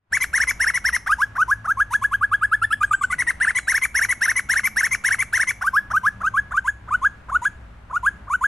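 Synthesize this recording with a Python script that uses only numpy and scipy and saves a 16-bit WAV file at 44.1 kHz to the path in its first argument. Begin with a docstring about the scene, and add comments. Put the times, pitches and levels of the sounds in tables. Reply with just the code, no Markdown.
"""Among foliage, a laughingthrush on a branch close by calls in rapid runs: sharp arched chips and
mellow rising whistles, many led in by a hoarse slur. Its throat cavity boosts one harmonic of the
syrinx, the second in chips and the first in whistles; the rest leave through windpipe and beak.
Leaves scatter the calls back, another bird whistles thinly far off, and distant traffic rumbles."""
import sys
import numpy as np
from scipy import signal
from scipy.fft import rfft, irfft, next_fast_len
from scipy.io import wavfile
from scipy.ndimage import uniform_filter1d, minimum_filter1d, map_coordinates

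SR = 44100
rng = np.random.default_rng(int(sys.argv[2]) if len(sys.argv) > 2 else 0)


def generate_wav(signal):
    """Clip the signal to [-1, 1] and save it as 16-bit WAV at the path in sys.argv[1]."""
    frames = np.transpose(np.atleast_2d(signal))
    scaled = np.clip(frames, -1, 1) * 32767
    pcm = np.round(scaled).astype(np.int16)
    wavfile.write(sys.argv[1], SR, pcm)


N = 373527
BAND_LIMIT_HZ = 15700
# windpipe and beak, narrowed for slurs and whistles: f/Hz, gain/dB
NARROW_BEAK = [(2000, 16.5), (2700, 10.5), (3400, 6.5), (4300, -2.5), (5600, -1.5), (6800, 4), (8500, 2.5),
               (9800, 8.5), (11500, -0.5), (13000, -9.5), (15000, -22)]


def amp(db):
    """Decibels to amplitude."""
    return 10 ** (np.asarray(db) / 20)


def unit_rms(x):
    """Scales x to an rms of 1."""
    return x / np.sqrt(np.mean(x ** 2) + 1e-20)


def curve(points, hz, column=1):
    """One column of a spectrum table, joined on a log-frequency scale."""
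    table = np.array(points, float)
    return np.interp(np.log(hz + 1), np.log(table[:, 0] + 1), table[:, column])


def bump(f, hz, half_width):
    """A resonance curve of height 1."""
    return 1 / (1 + ((f - hz) / half_width) ** 2)


def add(mix, start, sound):
    """Mixes a sound in at start seconds."""
    part = mix[round(start * SR):][:len(sound)]
    part += sound[:len(part)]


def colour(x, gain):
    """Filters x by gain(hz)."""
    size = next_fast_len(x.shape[-1] + 512)
    return irfft(rfft(x, size) * gain(np.fft.rfftfreq(size, 1 / SR)), size)[..., :x.shape[-1]]


def wander(size, hz):
    """Random drift of rms 1, rolling off above hz."""
    return unit_rms(colour(rng.standard_normal(size), lambda f: np.exp(-(f / hz) ** 2)))


def note_clock(start, end, fade_s=0.001955):
    """Onset time, progress u (0-1) through a note, and a gate that fades just outside its ends."""
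    t = np.arange(start - fade_s, end + fade_s, 1 / SR)
    gate = np.sin(np.pi / 2 * np.clip(np.minimum(t - t[0], t[-1] - t) / fade_s, 0, 1)) ** 2
    return t[0], np.clip((t - start) / (end - start), 0, 1), gate


def glide(steps, u):
    """Smooth pitch line through evenly spaced steps."""
    return map_coordinates(np.array(steps, float), [u * (len(steps) - 1)], order=3, mode="nearest")


def traffic():
    """A stereo bed of outdoor air and far traffic rumble, with two drones that come and go."""
    # colour of the bed: f/Hz, relative level/dB
    spectrum = [(20, -6.5), (35, -21), (52, 5), (78, -8), (100, -7.5), (150, -9.5), (250, -14.5),
                (420, -22.5), (800, -20), (1500, -20.5), (2600, -30), (5000, -43.5), (10000, -49),
                (14000, -60.5)]
    # likeness of left and right: f/Hz, correlation
    likeness = [(60, 1), (125, 0.95), (250, 0.86), (600, 0.3), (2000, 0.27), (8000, 0.22)]
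    # noise band of each drone: f/Hz, half-width/Hz
    drone_bands = [(60, 12.5), (104, 10.7)]
    # swells of the drones: t/s, lower drone level/dB, upper drone level/dB
    drone_swells = [(.15, -48.5, -57), (1.1, -46.5, -54.5), (1.5, -54, -47.5), (2.9, -47.5, -46),
                    (3.5, -55.5, -58.5), (4.15, -47, -49.5), (4.9, -56.5, -51.5), (6.2, -45.5, -49.5),
                    (8.4, -44.5, -53.5)]
    shared, apart = rng.standard_normal((2, N))
    mid = colour(shared, lambda f: amp(curve(spectrum, f)) * np.sqrt(1 + curve(likeness, f)))
    side = colour(apart, lambda f: amp(curve(spectrum, f)) * np.sqrt(1 - curve(likeness, f)))
    bed_db = -45.5 + 1.1 * wander(N, hz=3)
    out = amp(bed_db) * unit_rms(np.array([mid + side, mid - side]))
    times, *levels = np.transpose(drone_swells)
    for (hz, half_width), db in zip(drone_bands, levels):
        drone = colour(rng.standard_normal(N), lambda f: 1 / (1 + ((f - hz) / half_width) ** 4))
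        out += unit_rms(drone) * amp(np.interp(np.arange(N) / SR, times, db))
    return out * amp([[.4], [-.4]])  # leans slightly left


def motor_hum():
    """One wavering line of a distant motor that comes and goes, sinking in pitch."""
    # course of the hum: t/s, f/Hz, level/dB
    course = [(.1, 225, -74), (2.2, 235, -61), (3.9, 212, -62), (4.6, 208, -53), (5.3, 210, -62),
              (6.1, 192, -49.5), (6.8, 180, -68), (8.45, 180, -72)]
    times, *columns = np.transpose(course)
    hz, db = (np.interp(np.arange(N) / SR, times, c) for c in columns)
    phase = 2 * np.pi * np.cumsum(hz * (1 + .032 * wander(N, hz=21.4))) / SR
    return amp(db) * unit_rms((1 + .48 * wander(N, hz=26)) * np.sin(phase))


def beak_at(time, shape):
    """Gain curve of windpipe and beak: the gape moves a treble resonance and lets out more or less sheen."""
    # effect of the gape: t/s, resonance f/Hz, boost/dB, sheen/dB
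    gape = [(.1, 5230, 8.5, -11), (.9, 5400, 14, 1.5), (1.5, 5720, 18.5, 8), (2.7, 6640, -17.5, -9.5),
            (2.85, 7040, 12, 0), (3.19, 8600, 10, -8), (3.6, 8670, 12, -28), (3.67, 5740, 9.5, 2),
            (5.5, 5700, 7, -8), (5.7, 5350, 20, 15), (6.5, 6730, 8.5, -4), (8.4, 6930, 15.5, 4)]
    times, *columns = np.transpose(gape)
    hz, boost_db, sheen_db = (np.interp(time, times, c) for c in columns)
    grid_hz = np.linspace(0, SR / 2, num=32)
    tint_db = 1.8 * rng.standard_normal(len(grid_hz))  # each note takes its own colour
    return lambda f: amp(curve(shape, f) + boost_db * bump(f, hz, half_width=480)
                         + sheen_db * bump(f, hz=12800, half_width=1530)
                         + np.interp(f, grid_hz, tint_db))


def syrinx(hz, beak, jitter, flutter, breathy, square_db, boosted):
    """The harmonic that the throat boosts, and the breathy overtones above it with a treble of rms 1."""
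    size = len(hz)
    phase = 2 * np.pi * np.cumsum(hz * (1 + jitter * wander(size, hz=1080))) / SR
    overtones = np.zeros(size)
    for k in range(boosted + 1, 19):
        # a hard-driven tone squares off, which favours its odd multiples
        odd_multiple = k % (2 * boosted) == boosted
        gain = beak(k * hz) * amp(square_db * odd_multiple) * (k * hz < BAND_LIMIT_HZ)
        flicker = 1 + flutter * wander(size, hz=130)
        overtones += gain * flicker * np.cos(k * phase + 2 * np.pi * rng.random())
    # air escapes in a puff each cycle and takes the same way out
    puffs = colour(rng.standard_normal(size) * (1 + np.cos(phase)), lambda f: beak(f) * (f > 700))
    overtones = unit_rms(overtones) + breathy * unit_rms(puffs)
    treble = colour(overtones, lambda f: f > 5000)
    return np.sqrt(2) * np.cos(boosted * phase), overtones / treble.std()


def chip(start, length, tune, top_hz, db, treble_db):
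    """Onset and voice of a hard-driven note that swells as it sweeps through a throat resonance."""
    # envelope: share of the note, tone/dB, overtones/dB
    envelope = [(0, -15.5, -17), (0.151, -2, -3), (.25, -3, -0.5), (.45, 1, 1.5), (.6, -2.5, 2.5),
                (.76, -3.5, -0.5), (.85, 0.5, -5), (0.909, -4.5, -2), (1, -16.5, -16.5)]
    # windpipe and beak, wide open: f/Hz, gain/dB
    open_beak = [(1100, -3), (2300, 5), (3200, -2.5), (4000, -5.5), (4750, -21.5), (5500, -3.5), (6700, -8),
                 (7500, -3.5), (8400, -4.5), (9700, 0), (10900, 1), (11700, -2), (12600, -43.5)]
    # throat resonance: f/Hz, half-width/Hz, boost/dB
    throat = (1666, 120, 7.56)
    shares, tone_db, edge_db = np.transpose(envelope)
    throat_hz, half_width, boost_db = throat
    onset, u, gate = note_clock(start, start + length)
    hz = top_hz * glide(tune, u)
    tone, overtones = syrinx(hz / 2, beak_at(start, open_beak),
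                             jitter=.008, flutter=.65, breathy=.16, square_db=11, boosted=2)
    throat_db = boost_db * bump(hz, throat_hz, half_width)
    tone *= amp(db + np.interp(u, shares, tone_db) + throat_db + .6 * wander(len(u), hz=200))
    overtones *= amp(treble_db + np.interp(u, shares, edge_db))
    # the faint fundamental, an octave under the tone, grows with pitch
    fundamental_db = db - 23 + 16.5 * np.log2(hz / 2 / 1050)
    fundamental = np.sqrt(2) * np.cos(np.pi * np.cumsum(hz) / SR) * amp(fundamental_db)
    return onset, gate * (tone + fundamental + overtones)


def rasp(start, length, db):
    """Onset and sound of a chip's hoarse air, strongest as the pitch collapses and outlasting the tone."""
    # envelope: share of the note, level against the chip/dB
    envelope = [(0, -19), (.3, -30), (.7, -25.5), (.9, -16), (1, -15.5)]
    # colour of the air: f/Hz, gain/dB
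    spectrum = [(500, -12), (900, -12.5), (1300, 7), (2200, -1), (2700, -1), (3400, -15.5), (4500, -12.5),
                (7000, -52)]
    onset, u, gate = note_clock(start, start + length + .0042, fade_s=.005)
    air = unit_rms(colour(rng.standard_normal(len(u)), lambda f: amp(curve(spectrum, f))))
    return onset, gate * air * amp(db + np.interp(u, *np.transpose(envelope)))


def chatter():
    """Bursts of chips: an arch, often repeated at once, then a closing hook."""
    # arched chips: t/s, count, top f/Hz, treble/dB
    arches = [(.123, 1, 2308, -30), (.332, 2, 2192, -29), (.597, 2, 2180, -29.5), (.843, 1, 2165, -28),
              (3.402, 2, 2111, -32.5), (3.674, 2, 2197, -28.5), (3.945, 2, 2224, -27.5),
              (4.211, 2, 2156, -28.5), (4.490, 2, 2177, -29), (4.762, 2, 2197, -28.5),
              (5.040, 2, 2208, -29), (5.328, 2, 2170, -29.5)]
    # hooked chips: t/s, top f/Hz, level/dB, treble/dB
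    hooks = [(.204, 2300, -19.5, -29), (0.4721, 2300, -18.5, -28.5), (.738, 2215, -19.5, -31),
             (.927, 2137, -19, -29), (3.104, 2253, -26, -42.5), (3.1847, 2180, -19, -32.5),
             (3.269, 2110, -17.5, -33.5), (3.550, 2245, -18.5, -29.5), (3.8163, 2336, -18, -30.5),
             (4.088, 2223, -18.5, -29), (4.357, 2257, -18.5, -28.5), (4.6358, 2320, -18, -29),
             (4.911, 2324, -18.5, -29), (5.187, 2314, -19, -30), (5.4707, 2291, -19.5, -30.5)]
    # pitch contours at even steps through the note: share of the top pitch
    arch_tune = [.62, .69, .77, .84, .87, .93, 0.98, 0.98, .86, .68, 0.575]
    repeat_tune = [.63, .67, .735, .805, .84, .89, .98, 1.025, .95, .73, 0.585]
    hook_tune = [.93, .91, .89, .88, .89, .94, 1, 1, .94, .73, .58]
    arch_s, repeat_s, hook_s = .057, .049, .044
    arch_db, repeat_after_s = -19, .063
    notes = [(start, hook_s, hook_tune, *rest) for start, *rest in hooks]
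    for start, count, top_hz, treble_db in arches:
        notes.append((start, arch_s, arch_tune, top_hz, arch_db, treble_db))
        if count > 1:  # the repeat is shorter and duller
            notes.append((start + repeat_after_s, repeat_s, repeat_tune, top_hz, arch_db, treble_db - 2))
    out = np.zeros(N)
    for start, length, tune, top_hz, db, treble_db in notes:
        add(out, *chip(start, length, tune, top_hz, db, treble_db))
        add(out, *rasp(start, length, db))
    return out


def foliage(calls, predelay_s=.003, early_t60=.06, build_s=.015):
    """Quick scatter from near leaves and branches, then a faint tail, different on each side."""
    # scatter of the leaves: f/Hz, early gain/dB, tail gain/dB, tail t60/s
    scatter = [(500, -23, -27, .4), (1200, -24, -28, .42), (1700, -24, -27.5, .4), (2300, -20, -21.5, .42),
               (4400, -14, -20, .33), (6000, -8, -16, .35), (12000, -8, -19, .28)]
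    hz, t, noise = signal.stft(rng.standard_normal((2, 2, SR // 2)), SR, nperseg=256)
    tail_t60 = curve(scatter, hz, column=3)[:, None]
    tail = signal.istft(noise[0] * amp(-60 * t / tail_t60), SR, nperseg=256)[1]
    early = signal.istft(noise[1] * amp(-60 * t / early_t60), SR, nperseg=256)[1]
    age = np.arange(tail.shape[1]) / SR
    early *= age > predelay_s
    tail *= np.minimum(age / build_s, 1)
    echo = colour(early / np.linalg.norm(early[0]), lambda f: amp(curve(scatter, f, column=1)))
    echo += colour(tail / np.linalg.norm(tail[0]), lambda f: amp(curve(scatter, f, column=2)))
    echo = echo + .46 * echo[::-1]  # left and right share part of the scatter
    return signal.fftconvolve(calls[None], echo, axes=1)[:, :N]


def slurs(length_s=.028, swell_db=16):
    """The syrinx starts low and unsteady on its second harmonic; the fundamental grows as it climbs."""
    # hoarse lead-ins to the whistle pairs: t/s, level/dB, middle f/Hz
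    notes = [(1.063, -23, 797), (1.354, -27.5, 751), (1.645, -28, 676), (5.612, -24, 728),
             (5.903, -25.5, 692), (6.205, -30, 668), (6.51, -28.5, 702), (6.877, -35, 642),
             (7.286, -31.5, 614), (7.899, -34.5, 583), (8.271, -37, 598)]
    out = np.zeros(N)
    for start, db, middle_hz in notes:
        onset, u, gate = note_clock(start, start + length_s)
        hz = middle_hz * np.exp(.55 * (u - .5))
        _, overtones = syrinx(hz, beak_at(start, NARROW_BEAK),
                              jitter=.005, flutter=1, breathy=.8, square_db=-7, boosted=2)
        shake = .07 * (1 - u) * wander(len(u), hz=600)
        phase = 2 * np.pi * np.cumsum(hz * (1 + shake)) / SR
        fundamental = amp(-22 + 21.3 * u ** 3) * np.cos(phase)
        tone = fundamental + np.cos(2 * phase) + amp(-48 * u) * np.cos(3 * phase)
        swell = unit_rms(gate * amp(-swell_db * abs(2 * u - 1)))
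        treble_db = -54.5 + 2.16 * (db + 28)  # louder slurs are brighter
        add(out, onset, swell * (amp(db) * unit_rms(tone) + amp(treble_db) * overtones))
    return out


def whistles(attack_s=.012, release_s=.011, full_hz=1498, db_per_octave=22):
    """Nearly pure notes, in pairs or trills, that swell as they climb; overtones flare on the way up."""
    # whistles: t/s, length/s, tune, foot f/Hz, top f/Hz, level/dB, catch depth/dB, treble/dB
    notes = [(1.0866, 0.057, "step", 1210, 1648, -11.5, 3.5, -37),
             (1.1824, .066, "swoop", 994, 1678, -14.5, -0.5, -40),
             (1.3763, 0.061, "step", 1150, 1532, -12.5, -1.5, -42),
             (1.4776, 0.063, "swoop", 1030, 1690, -12, 1, -40.5),
             (1.6708, 0.057, "step", 1232, 1644, -13.5, 0.5, -44),
             (1.7689, 0.064, "swoop", 1094, 1680, -13.5, 1, -45),
             (1.905, 0.062, "swoop", 974, 1703, -15, 1, -37.5),
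             (2.0147, 0.05, "trill", 1104, 1686, -13, 6, -41),
             (2.1116, 0.05, "trill", 1112, 1646, -14, 0, -44),
             (2.2093, .049, "trill", 1193, 1673, -13.5, -1, -47),
             (2.3126, 0.048, "trill", 1190, 1670, -14.5, -1, -45),
             (2.4113, .049, "trill", 1248, 1694, -15, -1.5, -44),
             (2.5138, .044, "trill", 1312, 1720, -14.5, -2, -42),
             (2.6153, 0.041, "trill", 1359, 1745, -14, 4, -39),
             (2.704, 0.043, "trill", 1333, 1716, -15, 4.5, -38.5),
             (2.806, 0.048, "swoop", 1232, 1646, -11.5, 8.5, -39.5),
             (2.908, 0.047, "swoop", 1239, 1584, -10, 12.5, -38),
             (3.01, 0.046, "swoop", 1185, 1529, -11, 14, -38),
             (3.098, .047, "swoop", 1184, 1500, -18.5, 13, -38.5),
             (5.6351, .058, "step", 1150, 1598, -13, 4.5, -41.5),
             (5.730, 0.066, "swoop", 1093, 1700, -12, -1.5, -39.5),
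             (5.9314, 0.055, "step", 1188, 1576, -11, 1, -41),
             (6.031, 0.063, "swoop", 1050, 1722, -14.5, -2, -42),
             (6.2295, .061, "step", 1201, 1584, -14.5, 0.5, -46),
             (6.3365, .066, "swoop", 1113, 1687, -12, 2.5, -45.5),
             (6.5357, 0.062, "step", 1187, 1602, -13.5, 6, -47),
             (6.6418, 0.064, "swoop", 1010, 1704, -16, 1.5, -43),
             (6.904, 0.059, "step", 1123, 1512, -14.5, -1, -47.5),
             (7.0143, .065, "swoop", 1070, 1668, -13, -1.5, -45),
             (7.3136, 0.061, "step", 1090, 1483, -12, 0.5, -46),
             (7.4154, .067, "swoop", 981, 1690, -13.5, 8, -41),
             (7.926, 0.056, "step", 1082, 1457, -14.5, -1, -47.5),
             (8.028, 0.066, "swoop", 1032, 1663, -12.5, -1, -43.5),
             (8.2956, 0.066, "step", 1102, 1530, -14.5, 1, -42.5),
             (8.4078, 0.061, "swoop", 1033, 1680, -13, 0.5, -42)]
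    # step, swoop and trill at even steps through the note: height (0 = foot, 1 = top)
    climbs = {"step": [-0.58, -.3, -.08, .08, .18, .23, .42, .76, 0.95, 0.954, 0.68], "swoop": [-.16, -.08,
              -.02, .05, .17, 0.33, .72, 0.897, 1, 0.94, 0.9], "trill": [-.15, -0.137, -.05, 0.074, .24,
              .54, .83, 0.99, 1, .95, 0.8]}
    # flare of the overtones: share of the note, gain/dB
    flare = [(0, -19.5), (.2, -8), (.4, -2), (.6, 3.5), (.7, -2), (.85, -4), (1, -9)]
    # second harmonic: f/Hz, level against the tone/dB
    octave_levels = [(1700, -19), (2100, -42), (2300, -47), (2600, -30), (3000, -32.5), (3400, -37.5)]
    sag_hz_per_db, shake_hz_per_db = 14.5, 3.5
    out = np.zeros(N)
    for start, length, tune, foot_hz, top_hz, db, depth_db, treble_db in notes:
        onset, u, gate = note_clock(start, start + length)
        # the catch: level and pitch dip just before the climb (a negative depth lifts them)
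        catch_db = depth_db * np.exp(-((u - .45) / .1256) ** 2)
        hz = foot_hz + (top_hz - foot_hz) * glide(climbs[tune], u)
        hz += catch_db * (shake_hz_per_db * wander(len(u), hz=400) - sag_hz_per_db)
        tone, overtones = syrinx(hz, beak_at(start, NARROW_BEAK),
                                 jitter=.005, flutter=.55, breathy=.4, square_db=0, boosted=1)
        octave = unit_rms(tone ** 2 - 1) * amp(curve(octave_levels, 2 * hz))
        t = np.arange(len(u)) / SR
        push = np.sin(np.pi / 2 * np.minimum(1, np.minimum(t / attack_s, t[::-1] / release_s))) ** 2
        tone_db = db + db_per_octave * np.log2(np.minimum(hz / full_hz, 1)) - catch_db
        tone_db += 1.73 * wander(len(u), hz=90) - 2 * (u - .5)  # wavers as the push eases
        overtones *= amp(treble_db + np.interp(u, *np.transpose(flare)))
        add(out, onset, push * (tone + octave) * amp(tone_db) + gate * overtones)
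    return out


def far_bird():
    """Thin, wavering falling whistles from a second bird."""
    # far calls: start t/s, end t/s, from f/Hz, to f/Hz, level/dB
    calls = [(2.85, 3.02, 8250, 7750, -53), (3.03, 3.12, 7750, 7450, -63), (3.6, 3.68, 4100, 3880, -57)]
    out = np.zeros(N)
    for start, end, from_hz, to_hz, db in calls:
        onset, u, gate = note_clock(start, end, fade_s=.0082)
        hz = (from_hz + (to_hz - from_hz) * u) * (1 + .005 * wander(len(u), hz=200))
        flicker = amp(4 * wander(len(u), hz=40))
        tone = np.sin(2 * np.pi * np.cumsum(hz) / SR)
        add(out, onset, gate * amp(db) * unit_rms(flicker * tone))
    return out


def pan(calls):
    """The direct sound reaches left and right slightly unevenly in level and phase."""
    # left against right: f/Hz, level/dB, phase lead/rad
    balance = [(700, .3, 0), (1300, .3, .09), (1650, .5, .11), (1900, 2.3, .15), (2300, 4, .18),
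               (4400, 0, .45), (12000, 0, .52)]

    def side_gain(f, sign):
        return amp(sign * curve(balance, f) / 2) * np.exp(.5j * sign * curve(balance, f, column=2))
    return np.array([colour(calls, lambda f: side_gain(f, sign)) for sign in (1, -1)])


def scene():
    """Both birds, direct and scattered by the leaves, over the traffic bed."""
    birds = chatter() + whistles() + slurs() + far_bird()
    return pan(birds) + foliage(birds) + traffic() + motor_hum()


def limiter(x, ceiling=.34):
    """Turns the gain down for a few milliseconds wherever the peaks pass the ceiling."""
    gain = np.minimum(1, ceiling / (abs(x).max(0) + 1e-9))
    return x * uniform_filter1d(minimum_filter1d(gain, size=161), size=161)


def record(dry):
    """Fades in after a tenth of a second of near silence; then a limiter and a low-pass."""
    fade_in = amp(np.interp(np.arange(N) / SR, [0, .095, .12], [-36, -24, 0]))
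    low_pass = signal.firwin(511, BAND_LIMIT_HZ, window=("kaiser", 9), fs=SR)
    return signal.oaconvolve(limiter(dry * fade_in), low_pass[None], "same")


dry = scene()
out = record(dry)
generate_wav(out)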